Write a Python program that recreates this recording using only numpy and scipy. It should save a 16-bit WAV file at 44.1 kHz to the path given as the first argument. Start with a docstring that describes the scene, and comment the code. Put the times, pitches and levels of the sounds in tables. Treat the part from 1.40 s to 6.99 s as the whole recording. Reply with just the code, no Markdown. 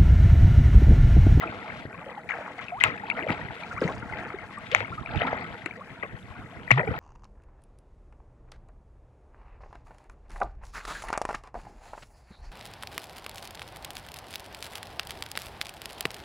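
"""Kayak hull under paddle strokes

Water splashes on a paddled hull: ringing bubbles make babble, short rings mark bubbles and slaps, gliding
tones make gulps and low thumps, noise bursts make slaps. Droplet clicks make spray, fizz and ticks; shaped
noise makes wind, hiss and a faint hull hum. Water reaches two ports with a lag, each through its cavity's
resonances. Levels precede pans, hull and ports."""
import sys
import numpy as np
from scipy import signal
from scipy.fft import rfft, irfft, next_fast_len
from scipy.io import wavfile
from scipy.ndimage import map_coordinates

SR = 44100
rng = np.random.default_rng(int(sys.argv[2]) if len(sys.argv) > 2 else 0)


def inscribe(sig):
    """Save sig as 16-bit PCM at rate SR to the path in sys.argv[1].

    A 1-D sig is mono; a 2-D sig holds one channel per row.
    Samples are clipped to [-1, 1] before scaling.
    """
    pcm = np.round(np.clip(np.atleast_2d(sig).T, -1, 1) * 32767)
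    wavfile.write(sys.argv[1], SR, pcm.astype(np.int16))


N = 246519

# Splashes. Each row: start in seconds, babble level in dB, first bubble pitch in Hz,
# spray level in dB, decay in ms.
SPLASH_ROWS = [(0.02, -37, 730, -48, 57), (0.889, -35, 2200, -34, 24), (0.927, -38.5, 1480, -66, 140),
               (1.181, -46, 1400, -37, 71), (1.401, -28.5, 3000, -22, 26), (1.437, -28, 2240, -17, 38.4),
               (1.765, -31.5, 1160, -36, 33), (1.886, -31.5, 1150, -26, 57), (2.413, -33.5, 810, -28, 96),
               (2.783, -40.5, 1350, -41, 93), (3.314, -29.5, 5230, -22, 34), (3.349, -38.5, 5500, -16, 21),
               (3.403, -37, 3000, -54, 13), (3.735, -49, 1550, -64, 60), (3.757, -48, 3180, -25.5, 32),
               (3.801, -33, 1490, -65, 28), (3.867, -30, 1200, -22, 10), (3.908, -38, 1400, -37, 22),
               (5.319, -38, 2500, -18, 30), (5.374, -21.5, 1110, -58, 18), (5.473, -63, 900, -58, 29)]
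# Side of the busiest water. Each row: time in seconds, lag of the right port in microseconds.
BEARING_CURVE = [(0.0, 117), (0.45, 68), (0.701, -100), (1.22, -55), (1.32, 112), (1.65, 135), (1.85, 69),
                 (2.2, 89), (2.31, -110), (3.0, -83), (3.2, 8), (3.32, 138), (3.7, 72), (4.1, 101),
                 (4.4, -100), (4.58, -76), (4.62, 135), (5.1, -21), (5.28, 140)]


def from_db(db):
    """Amplitude gain of a level in dB."""
    return 10 ** (np.asarray(db) / 20)


def rms_one(x):
    """Scales a signal to rms 1."""
    return x / np.sqrt(np.mean(x ** 2) + 1e-20)


def at_hz(points, hz):
    """Reads a (Hz, dB) curve on a log-frequency axis."""
    curve_hz, curve_db = np.transpose(points)
    return np.interp(np.log(hz), np.log(curve_hz), curve_db)


def drift(rate_hz):
    """Slow random curve of rms 1: noise through a two-pole low-pass, run at every 40th sample."""
    pole = np.exp(-80 * np.pi * rate_hz / SR)
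    noise = rng.standard_normal(N // 40 + 2002)
    slow = signal.lfilter([1], [1, -2 * pole, pole * pole], noise)[2000:]
    return np.interp(np.arange(N) / 40, np.arange(len(slow)), rms_one(slow))


def coloured(x, spectrum):
    """Filters noise to a spectrum in dB per Hz; rms 1."""
    hz = np.maximum(np.fft.rfftfreq(N, 1 / SR), 1)
    return rms_one(irfft(rfft(x) * from_db(at_hz(spectrum, hz)), N))


def grains(per_s, spread_db):
    """Random clicks of uneven size and either sign."""
    sizes = from_db(spread_db * np.minimum(rng.exponential(1, N), 4))
    signs = rng.choice([-1, 1], N)
    return sizes * signs * (rng.random(N) < per_s / SR)


def add(out, start_s, sound):
    """Mixes a sound in at a time."""
    at = int(start_s * SR)
    out[at:at + len(sound)] += sound[:N - at]


def in_time(rows):
    """Interpolates the dB columns over time into gains at every sample."""
    times_s, *levels_db = np.transpose(rows)
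    return from_db([np.interp(np.arange(N) / SR, times_s, column) for column in levels_db])


def bearing_lag_us():
    """Lag of the right port at every sample."""
    return np.interp(np.arange(N) / SR, *np.transpose(BEARING_CURVE))


def dying(decay_ms):
    """Splash envelope: sudden start, exponential tail."""
    rise_s = 0.0012
    t = np.arange(0, 6 * decay_ms / 1000, 1 / SR)
    return np.minimum(t / rise_s, 1) * np.exp(-1000 * t / decay_ms)


def water_gains():
    """Gains of lapping babble, spray and wind; splashes throw extra spray."""
    # Lapping that swells and sinks unevenly. Each row: time in seconds, babble level in dB, spray level in dB.
    lapping_rows = [(0.0, -37.5, -36.5), (0.4, -45, -37.5), (0.7, -44, -89), (0.96, -50, -38.5),
                    (1.28, -51.5, -48.5), (1.51, -39, -58), (1.87, -41, -55), (2.18, -43, -32.5),
                    (2.54, -45.5, -50.5), (2.82, -40, -51), (3.05, -44.5, -46.5), (3.27, -48, -36.5),
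                    (3.43, -40.5, -49), (3.58, -47, -40), (3.8, -33, -55), (4.14, -43.5, -36.5),
                    (4.35, -46.5, -48.5), (4.92, -49, -47), (5.29, -45.5, -43), (5.39, -43.5, -77),
                    (5.59, -35.5, -41)]
    # Gusts on the ports. Each row: time in seconds, wind level in dB.
    gust_rows = [(0.0, -48), (0.23, -53), (0.43, -54.5), (0.7, -55.5), (1.28, -60), (1.5, -46.5),
                 (1.62, -59.5), (2.04, -45), (2.18, -57.5), (2.54, -41.5), (2.85, -49.5), (3.0, -52.5),
                 (3.27, -57), (3.43, -43), (3.56, -47), (3.74, -41), (4.3, -57.5), (4.66, -50.5),
                 (5.35, -45.5), (5.5, -39), (5.59, -43.5)]
    babble_gain, spray_gain = in_time(lapping_rows)
    wind_gain, = in_time(gust_rows)
    for start_s, _, _, spray_db, decay_ms in SPLASH_ROWS:
        add(spray_gain, start_s, from_db(spray_db) * dying(decay_ms))
    return babble_gain, spray_gain, wind_gain


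def wind(alike):
    """Low noise, partly shared by the ports, gusting separately in each."""
    # Wind spectrum. Each row: frequency in Hz, level in dB per Hz.
    wind_spectrum = [(25, -18), (40, 3), (70, 3.5), (120, 9), (200, -1.5), (330, -7), (600, -25),
                     (1500, -99)]
    shared = rng.standard_normal(N)
    alike = np.clip(alike, 0, 1)
    ports = []
    for _ in range(2):
        noise = np.sqrt(alike) * shared + np.sqrt(1 - alike) * rng.standard_normal(N)
        ports.append(coloured(noise, wind_spectrum) * from_db(6.7 * drift(30)))
    return np.array(ports)


def hiss():
    """Separate steady noise in each port, its level flickering a little."""
    # Hiss spectrum. Each row: frequency in Hz, level in dB per Hz.
    hiss_spectrum = [(1500, -24), (4000, -11), (7500, -5.5), (10400, -10), (12500, -15.5), (14500, -30),
                     (15500, -56)]
    level_db, flicker_db = -72.5, 2.5
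    ports = [coloured(rng.standard_normal(N), hiss_spectrum) * from_db(flicker_db * drift(17.0))
             for _ in range(2)]
    return from_db(level_db) * np.array(ports)


def hum():
    """The hull drones faintly as water slides by: noise in one low resonance."""
    hum_hz, q, level_db = 190, 2.7, -55
    peak = signal.iirpeak(hum_hz, q, fs=SR)
    return from_db(level_db) * rms_one(signal.lfilter(*peak, rng.standard_normal(N)))


def babble(lapping_gain, per_s, mean_cycles, climb, wash, froth):
    """Random bubbles on a smooth wash; each swells, rings a few cycles and climbs in pitch."""
    # Loudness by bubble size. Each row: bubble pitch in Hz, level in dB.
    size_levels = [(150, -3), (300, -7.5), (600, -2.5), (1000, -1), (1600, -3), (2300, -4.5), (3300, -2.5),
                   (4600, 1.5)]
    sink_octaves, sink_s = 0.59, 0.027   # small bubbles burst first, larger ones follow
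    clicks = rms_one(grains(per_s * from_db(4.0 * drift(9)), spread_db=3.0))
    noise = rng.standard_normal((2, N))
    dealt = rng.integers(0, 20, N)   # bubble size of each click
    pitches_hz = np.geomspace(160, 4500, 20)
    jitter = rng.random(len(pitches_hz)) / len(pitches_hz)
    pitches_hz = pitches_hz * 2 ** (jitter * np.log2(pitches_hz[-1] / pitches_hz[0]))
    tails = [dying(row[-1]) for row in SPLASH_ROWS]
    sunk_octaves = sink_octaves * (1 - np.exp(-np.arange(2 * SR) / SR / sink_s))
    out = 0
    for k, (hz, keen, lasting) in enumerate(zip(pitches_hz, *rng.random((2, 20)))):
        # some sizes ring for more cycles; higher pitches ring for fewer
        cycles = mean_cycles * from_db(5.6 * (lasting - .5) - 1.0 * np.log2(hz / 1000))
        turn = np.arange(0, 6 * cycles / hz, 1 / SR) * hz   # time in cycles
        phase = turn + climb * keen * turn ** 2
        bubble = turn * np.exp(-turn / cycles) * np.sin(2 * np.pi * phase)
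        births = rms_one(clicks * (dealt == k))
        # each size comes and goes
        lapping = lapping_gain * from_db(at_hz(size_levels, hz) + 2.85 * drift(10.0))
        splashing = np.zeros(N)
        for (start_s, level_db, first_hz, _, _), tail in zip(SPLASH_ROWS, tails):
            # a splash favours one bubble size, which sinks in pitch
            octaves_off = np.log2(hz / first_hz) + sunk_octaves[:len(tail)]
            add(splashing, start_s, from_db(level_db - 3.5 * octaves_off ** 2) * tail)
        # splashes froth: so many bubbles that they merge
        drive = lapping * rms_one(births + wash * noise[k % 2])
        drive = drive + splashing * rms_one(births + froth * noise[k % 2])
        out = out + signal.oaconvolve(drive, bubble / np.linalg.norm(bubble))[:N]
    return out / np.sqrt(len(pitches_hz) / 2)


def spray(per_s, mist):
    """Droplet ticks in bands by size, in shared and separate flurries, on a fine mist of noise."""
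    # Loudness by droplet size. Each row: frequency in Hz, level in dB.
    droplet_levels = [(1800, -4), (2800, -5), (4000, 11), (6000, 1.5), (8500, 21), (12000, -31)]
    out, flurry = 0, drift(27)
    edges_hz = np.geomspace(1800, 14000, 8)
    for low, high in zip(edges_hz, edges_hz[1:]):
        drops = rms_one(grains(per_s * from_db(9.4 * flurry + 4.0 * drift(11)), spread_db=2.5))
        drops = drops + mist * rng.standard_normal(N)
        sos = signal.butter(1, [low, high], "band", fs=SR, output="sos")
        level_db = at_hz(droplet_levels, np.sqrt(low * high))
        out = out + from_db(level_db) * rms_one(signal.sosfilt(sos, drops))
    return rms_one(out)


def fizz(spray_gain):
    """Band-passed clicks in quick puffs: fine spray through the air, louder the further right it breaks."""
    band_hz, level_db, db_per_us = (4140, 7500), -38.5, -0.1114
    drops = rms_one(grains(4500.0, spread_db=3.5)) * from_db(5.2 * drift(40))
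    sos = signal.butter(2, band_hz, "band", fs=SR, output="sos")
    gain = spray_gain * from_db(level_db + db_per_us * bearing_lag_us())
    return rms_one(signal.sosfilt(sos, drops)) * gain


def ticks():
    """Tiny drops close to the ports ring a few cycles; splashes throw further stray ones."""
    # Droplets ticking on the deck. Each row: start in seconds, peak level in dB, pitch in Hz.
    tick_rows = [(0.9042, -45, 6800), (1.2425, -50, 5550), (1.6983, -43, 3930), (1.9275, -40, 4580),
                 (2.2338, -44, 4110), (2.4064, -40, 5050), (2.4385, -37.5, 4430), (2.4792, -42, 6300),
                 (2.581, -47, 4800), (2.8902, -52, 4520), (3.1854, -44, 8250), (3.3173, -54, 4270),
                 (3.7601, -44, 3820), (3.8705, -38, 3600), (4.2593, -39, 4100), (4.8273, -48, 3600)]
    ring_cycles = 3.5   # to the peak of the swell, also its decay constant
    stray_count, low_hz, high_hz = 160, 3480, 9400
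    stray_db, stray_spread_db, mean_fall_s = -61, 6.0, 0.19
    drops = list(tick_rows)
    for which, wait, size, pitch in rng.random((stray_count, 4)):
        splash_s = SPLASH_ROWS[int(which * len(SPLASH_ROWS))][0]
        start_s = splash_s - mean_fall_s * np.log(1 - wait)
        level_db = stray_db + stray_spread_db * (2 * size - 1)
        drops.append((start_s, level_db, low_hz * (high_hz / low_hz) ** pitch))
    out, t = np.zeros(N), np.arange(400) / SR
    for start_s, level_db, hz in drops:
        ring = hz * t / ring_cycles
        if start_s < N / SR:
            shape = ring * np.exp(1 - ring)
            add(out, start_s, from_db(level_db) * shape * np.sin(2 * np.pi * hz * t))
    return out


def short_ring(hz, fall_s, phase_turns):
    """One short ring swells, dies away and rises a little in pitch; returns its lead-in in seconds too."""
    rise_s = min(0.48 * fall_s, 0.0041)   # long rings still start suddenly
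    climb = 0.017
    t = np.arange(-3 * rise_s, 6 * fall_s, 1 / SR)
    shape = np.where(t < 0, np.exp(-.7 * (t / rise_s) ** 2), 1 / np.cosh(1.67 * t / fall_s))
    turns = hz * (t + climb * t ** 2 / (rise_s + fall_s)) + phase_turns
    return 3 * rise_s, shape * np.sin(2 * np.pi * turns)


def short_rings():
    """Short rings: bubbles, and the ringing of slaps, each blurred by a brood of neighbours of random pitch."""
    # Short rings. Each row: time of the peak in seconds, peak level in dB, pitch in Hz, fall in ms.
    ring_rows = [(0.035, -29, 710, 4.4), (0.0755, -33, 2480, 3.5), (0.302, -33.5, 2180, 1.9),
                 (0.454, -23, 163, 0.88), (0.612, -38.5, 1150, 10), (0.668, -34.5, 540, 5.6),
                 (0.78, -31.5, 814, 7.9), (0.891, -24, 2260, 0.92), (0.901, -25, 1360, 0.85),
                 (0.909, -22, 2060, 1.4), (0.917, -28, 1180, 1), (0.929, -47, 1740, 2.5),
                 (0.9538, -31.5, 756, 6.6), (0.988, -29.5, 680, 3.1), (1.012, -33, 597, 4.7),
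                 (1.079, -29.5, 1030, 2.5), (1.183, -36, 714, 5.7), (1.192, -34, 2080, 1.7),
                 (1.284, -30, 2620, 1.9), (1.408, -20, 3200, 1.4), (1.412, -19, 2020, 3.8),
                 (1.4475, -46, 1750, 3.3), (1.522, -35, 2220, 1.7), (1.562, -40, 710, 4.7),
                 (1.717, -32.5, 1350, 3.5), (1.786, -30.5, 700, 5.7), (1.438, 6.5, 3170, 0.43),
                 (1.639, -29.5, 845, 7.4), (1.702, -18, 2480, 2.1), (1.7919, -26.5, 1910, 1.1),
                 (1.8267, -25, 2860, 0.91), (1.8682, -21, 590, 2.9), (1.886, -31.5, 2290, 3),
                 (1.9003, -23, 316, 3.3), (1.9043, -10.5, 874, 0.25), (1.9076, -20.5, 153, 4.7),
                 (1.928, -28.5, 3040, 2.1), (2.015, -34, 1860, 3.4), (2.108, -31, 846, 3.4),
                 (2.236, -33.5, 2350, 2.8), (2.379, -35, 2300, 3.3), (2.423, -31, 1550, 2.9),
                 (2.3143, -30, 1410, 3.6), (2.419, -18, 504, 3.6), (2.4228, -20, 277, 3.3),
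                 (2.4409, -21.5, 453, 3.5), (2.4524, -23, 173, 16), (2.4637, -31, 476, 4.4),
                 (2.4778, -27, 2000, 1.3), (2.4903, -20, 700, 1), (2.4972, -27, 1076, 6),
                 (2.626, -34.5, 1390, 4.5), (2.699, -36.5, 1480, 4), (2.728, -34.5, 856, 9.1),
                 (2.726, -34.5, 2140, 2.2), (2.737, -34, 2030, 4.3), (2.988, -37.5, 2140, 3.2),
                 (3.179, -30, 1158, 8.6), (3.328, -19, 3180, 0.55),
                 (3.3486, -5, 2150, 0.8) , (3.352, -16, 3360, 1.1), (3.3565, -24.5, 740, 3.4),
                 (3.4075, -23, 2760, 0.32), (3.4102, -29, 520, 3.5), (3.448, -34.5, 2150, 3),
                 (3.661, -29.5, 2410, 2), (3.774, -29, 2820, 1.5), (3.5284, -31, 1330, 6.1),
                 (3.583, -29.5, 1242, 9.5), (3.7925, -24, 3000, 1.3), (3.8184, -12.5, 3160, 0.6),
                 (3.8189, -21, 645, 2.8), (3.8515, -20.5, 920, 2.8), (3.851, -28.5, 248, 19),
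                 (3.8745, -21, 1010, 1.1), (3.881, -35, 1710, 2.8), (3.92, -35, 1690, 3.6),
                 (3.9304, -16, 667, 1.64), (4.2618, -32.5, 2120, 3.4), (4.263, -31.5, 327, 4.7),
                 (4.311, -35, 2270, 2.2), (4.629, -29.5, 2005, 3.9), (4.634, -23.5, 1160, 2.7),
                 (4.6349, -24.5, 560, 1.2), (5.279, -31.5, 1910, 2.2), (5.3087, -11.5, 2006, 2.6),
                 (5.3167, -9, 2370, 1.3), (5.3447, -32, 1160, 7.5), (5.376, -15.5, 950, 1.8),
                 (5.3793, -21, 3480, 1.2), (5.395, -19.5, 1870, 1.9), (5.4022, -25.5, 590, 6.6),
                 (5.491, -26, 198, 3.4), (5.401, -24, 967, 5.2), (5.432, -36, 1850, 2.5),
                 (5.418, -33, 630, 4.6), (5.4381, -30.5, 526, 7.8), (5.477, -31.5, 2310, 3.2),
                 (5.4776, -29.5, 780, 6.5), (5.4784, -26.5, 437, 9.8), (5.515, -31.5, 495, 8),
                 (5.542, -31, 826, 4), (5.55, -37, 1420, 2.3)]
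    brood, brood_db, brood_top_db = 3, -11.5, -30.5   # count, level relative to the ring, highest level
    brood_octaves, brood_wait_s, brood_fall_s = 0.47, 0.009, 0.0026   # pitch spread either way, mean wait
    out = np.zeros(N)
    chances = rng.random((len(ring_rows), brood + 1, 3))
    for (peak_s, level_db, hz, fall_ms), chance in zip(ring_rows, chances):
        lead_s, sound = short_ring(hz, max(fall_ms, .2) / 1000, chance[0, 0])
        add(out, peak_s - lead_s, from_db(level_db) * sound)
        for phase, wait, pitch in chance[1:]:
            neighbour_hz = hz * 2 ** (brood_octaves * (2 * pitch - 1))
            _, sound = short_ring(neighbour_hz, brood_fall_s, phase)
            neighbour_db = min(level_db + brood_db, brood_top_db)
            add(out, peak_s + 2 * brood_wait_s * wait, from_db(neighbour_db) * sound)
    return out


def gulps_and_thumps():
    """Gulps and low hull thumps: fading, wavering tones; pitch glides slowly at first, mostly upward."""
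    # Gulps and low hull thumps. Each row: start in seconds, length in seconds, first pitch in Hz,
    # last pitch in Hz, rms level before fading in dB, fading in dB per second.
    tone_rows = [(0.057, 0.096, 333, 324, -28.5, 600), (1.32, 0.075, 700, 1350, -34, 104),
                 (1.448, 0.045, 111, 115, -36, 100), (1.819, 0.057, 329, 820, -37, 295),
                 (2.371, 0.02, 1100, 1620, -36, 30), (2.941, 0.042, 387, 464, -26.5, 1197),
                 (3.319, 0.032, 469, 800, -31, 144), (3.362, 0.092, 101.6, 107, -38, 63),
                 (4.37, 0.035, 470, 624, -47, 50), (4.408, 0.017, 1060, 1420, -40.5, 200),
                 (5.315, 0.09, 121, 166, -19.5, 92)]
    edge_s, glide_power, waver_db = 0.003, 2.37, -1
    out = np.zeros(N)
    for start_s, length_s, first_hz, last_hz, level_db, fading_db_per_s in tone_rows:
        t = np.arange(0, length_s, 1 / SR)
        ends = np.clip(np.minimum(t, length_s - t) / edge_s, 0, 1)
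        hz = first_hz + (last_hz - first_hz) * (t / length_s) ** glide_power
        gain = np.sqrt(2) * from_db(level_db - fading_db_per_s * t)
        add(out, start_s, gain * ends * np.sin(2 * np.pi * np.cumsum(hz) / SR))
    return out * from_db(waver_db * drift(25))


def slaps():
    """A push and noise burst through a resonance; returns thuds and the treble edge of overloaded slaps."""
    # Slaps. Each row: start in seconds, peak level in dB, ring pitch in Hz, ring Q (raised to 0.3 if lower),
    # burst decay in ms, peak level of the overload edge in dB.
    slap_rows = [(1.4394, -1.5, 1490, 0.38, 1.4, -23), (1.4417, -8, 1700, 1.3, 3.3, -48),
                 (1.700, -6.5, 4120, 0.53, 3.4, -38), (1.9044, -7, 1500, 0.22, 0.92, -37),
                 (3.3479, 4.5, 1510, 0.5, 0.59, -43), (3.405, -10, 1480, 0.64, 1.7, -58),
                 (3.8152, -15, 2000, 0.7, 0.82, -51), (4.2601, -5, 4220, 0.2, 2.9, -29.5),
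                 (4.633, -19, 2230, 1.5, 3.7, -56), (5.306, -3, 1500, 0.12, 9.1, -35),
                 (5.314, 7, 1230, 0.12, 2.5, -46)]
    push, bare_share, edge_band_hz = 4.15, 0.03, (6500, 9720)
    thuds, edges = np.zeros((2, N))
    t = np.arange(2000) / SR
    bright = signal.butter(3, edge_band_hz, "band", fs=SR, output="sos")
    noises = rng.standard_normal((len(slap_rows), 2000))
    for (start_s, level_db, hz, q, decay_ms, edge_db), noise in zip(slap_rows, noises):
        burst = .5 * noise * np.exp(-1000 * t / decay_ms)
        burst[0] += push
        ring = signal.lfilter(*signal.iirpeak(hz, max(q, .3), fs=SR), burst)
        edge = signal.sosfilt(bright, burst) + bare_share * np.diff(burst, prepend=0)
        add(thuds, start_s, from_db(level_db) * ring / np.abs(ring).max())
        add(edges, start_s, from_db(edge_db) * edge / np.abs(edge).max())
    return thuds, edges


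def hull(x):
    """The hollow hull repeats a sound in a rough, short tail of scattered echoes."""
    echoes_per_s, t60_s, tail_db = 900.0, 0.02, -10.5
    t = np.arange(SR // 10) / SR
    echoes = grains(echoes_per_s, spread_db=4.0)[:len(t)] * from_db(-60 * t / t60_s)
    return x + from_db(tail_db) * signal.oaconvolve(x, echoes / np.linalg.norm(echoes))[:N]


def late(x, extra_us):
    """Time-shifts a sound to the right port, early or late with the bearing."""
    lag_us = bearing_lag_us() + extra_us
    return map_coordinates(x, [np.arange(N) - lag_us * SR / 10 ** 6], order=3)


def port(x, cavity, gain_db):
    """Port cavity: second-order resonances divide the spectrum, anti-resonances multiply it."""
    size = next_fast_len(N + 4096)
    hz = np.fft.rfftfreq(size, 1 / SR)
    response = from_db(gain_db)
    for modes, power in zip(cavity, (-1, 1)):
        for mode_hz, q in modes:
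            response = response * (1 - (hz / mode_hz) ** 2 + 1j * hz / mode_hz / q) ** power
    return irfft(rfft(x, size) * response, size)[:N]


def scene():
    """Water along the near side, ahead and across the hull reaches the ports with different lags."""
    # Port cavities: a list of resonances, then one of anti-resonances. Each row: frequency in Hz, Q.
    left_cavity = [(2200, 2.19), (2600, 1.16), (10000, 0.25)], [(6200, 0.45)]
    right_cavity = [(1500, 2.57), (4000, 1.07), (10000, 0.17)], [(2400, 1.62)]
    wind_pan_db, edge_right_db = -1.5, -54   # left over right; overload edge in the right port
    babble_gain, spray_gain, wind_gain = water_gains()
    thuds, overload_edges = slaps()
    near = hull(short_rings()) + gulps_and_thumps() + thuds + hum()
    left, right = near, late(near, extra_us=0) * from_db(-0.5)
    for extra_us, share_db, pan_db in ((42, -4.0, 1.0), (-61, -5.0, -3.8)):
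        water = babble(babble_gain, per_s=1000.0, mean_cycles=2.75, climb=0.0097, wash=0.33, froth=0.82)
        water = from_db(share_db) * (water + spray_gain * spray(per_s=180.0, mist=0.32))
        left = left + from_db(pan_db / 2) * water
        right = right + from_db(-pan_db / 2) * late(water, extra_us)
    through_ports = np.array([port(left, left_cavity, 1.0), port(right, right_cavity, 0.24)])
    fine_drops = (ticks() + fizz(spray_gain)) * from_db([[-4.0], [2.5]])
    # the overload edge is added past the cavities
    past_ports = fine_drops + overload_edges * from_db([[0], [edge_right_db]])
    gusts = wind_gain * wind(alike=0.66) * from_db([[wind_pan_db / 2], [-wind_pan_db / 2]])
    return through_ports + past_ports + gusts + hiss()


def record(dry):
    """Rumble is rolled off, peaks beyond full scale clip, the top is cut."""
    rumble_cut = signal.butter(2, 45.0, "high", fs=SR, output="sos")
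    top_cut = signal.cheby2(12, 70, 16400, fs=SR, output="sos")   # 70 dB down from 16400 Hz
    lean = signal.sosfilt(rumble_cut, dry)
    return signal.sosfilt(top_cut, np.clip(lean, -1, 1))


dry = scene()
out = record(dry)
inscribe(out)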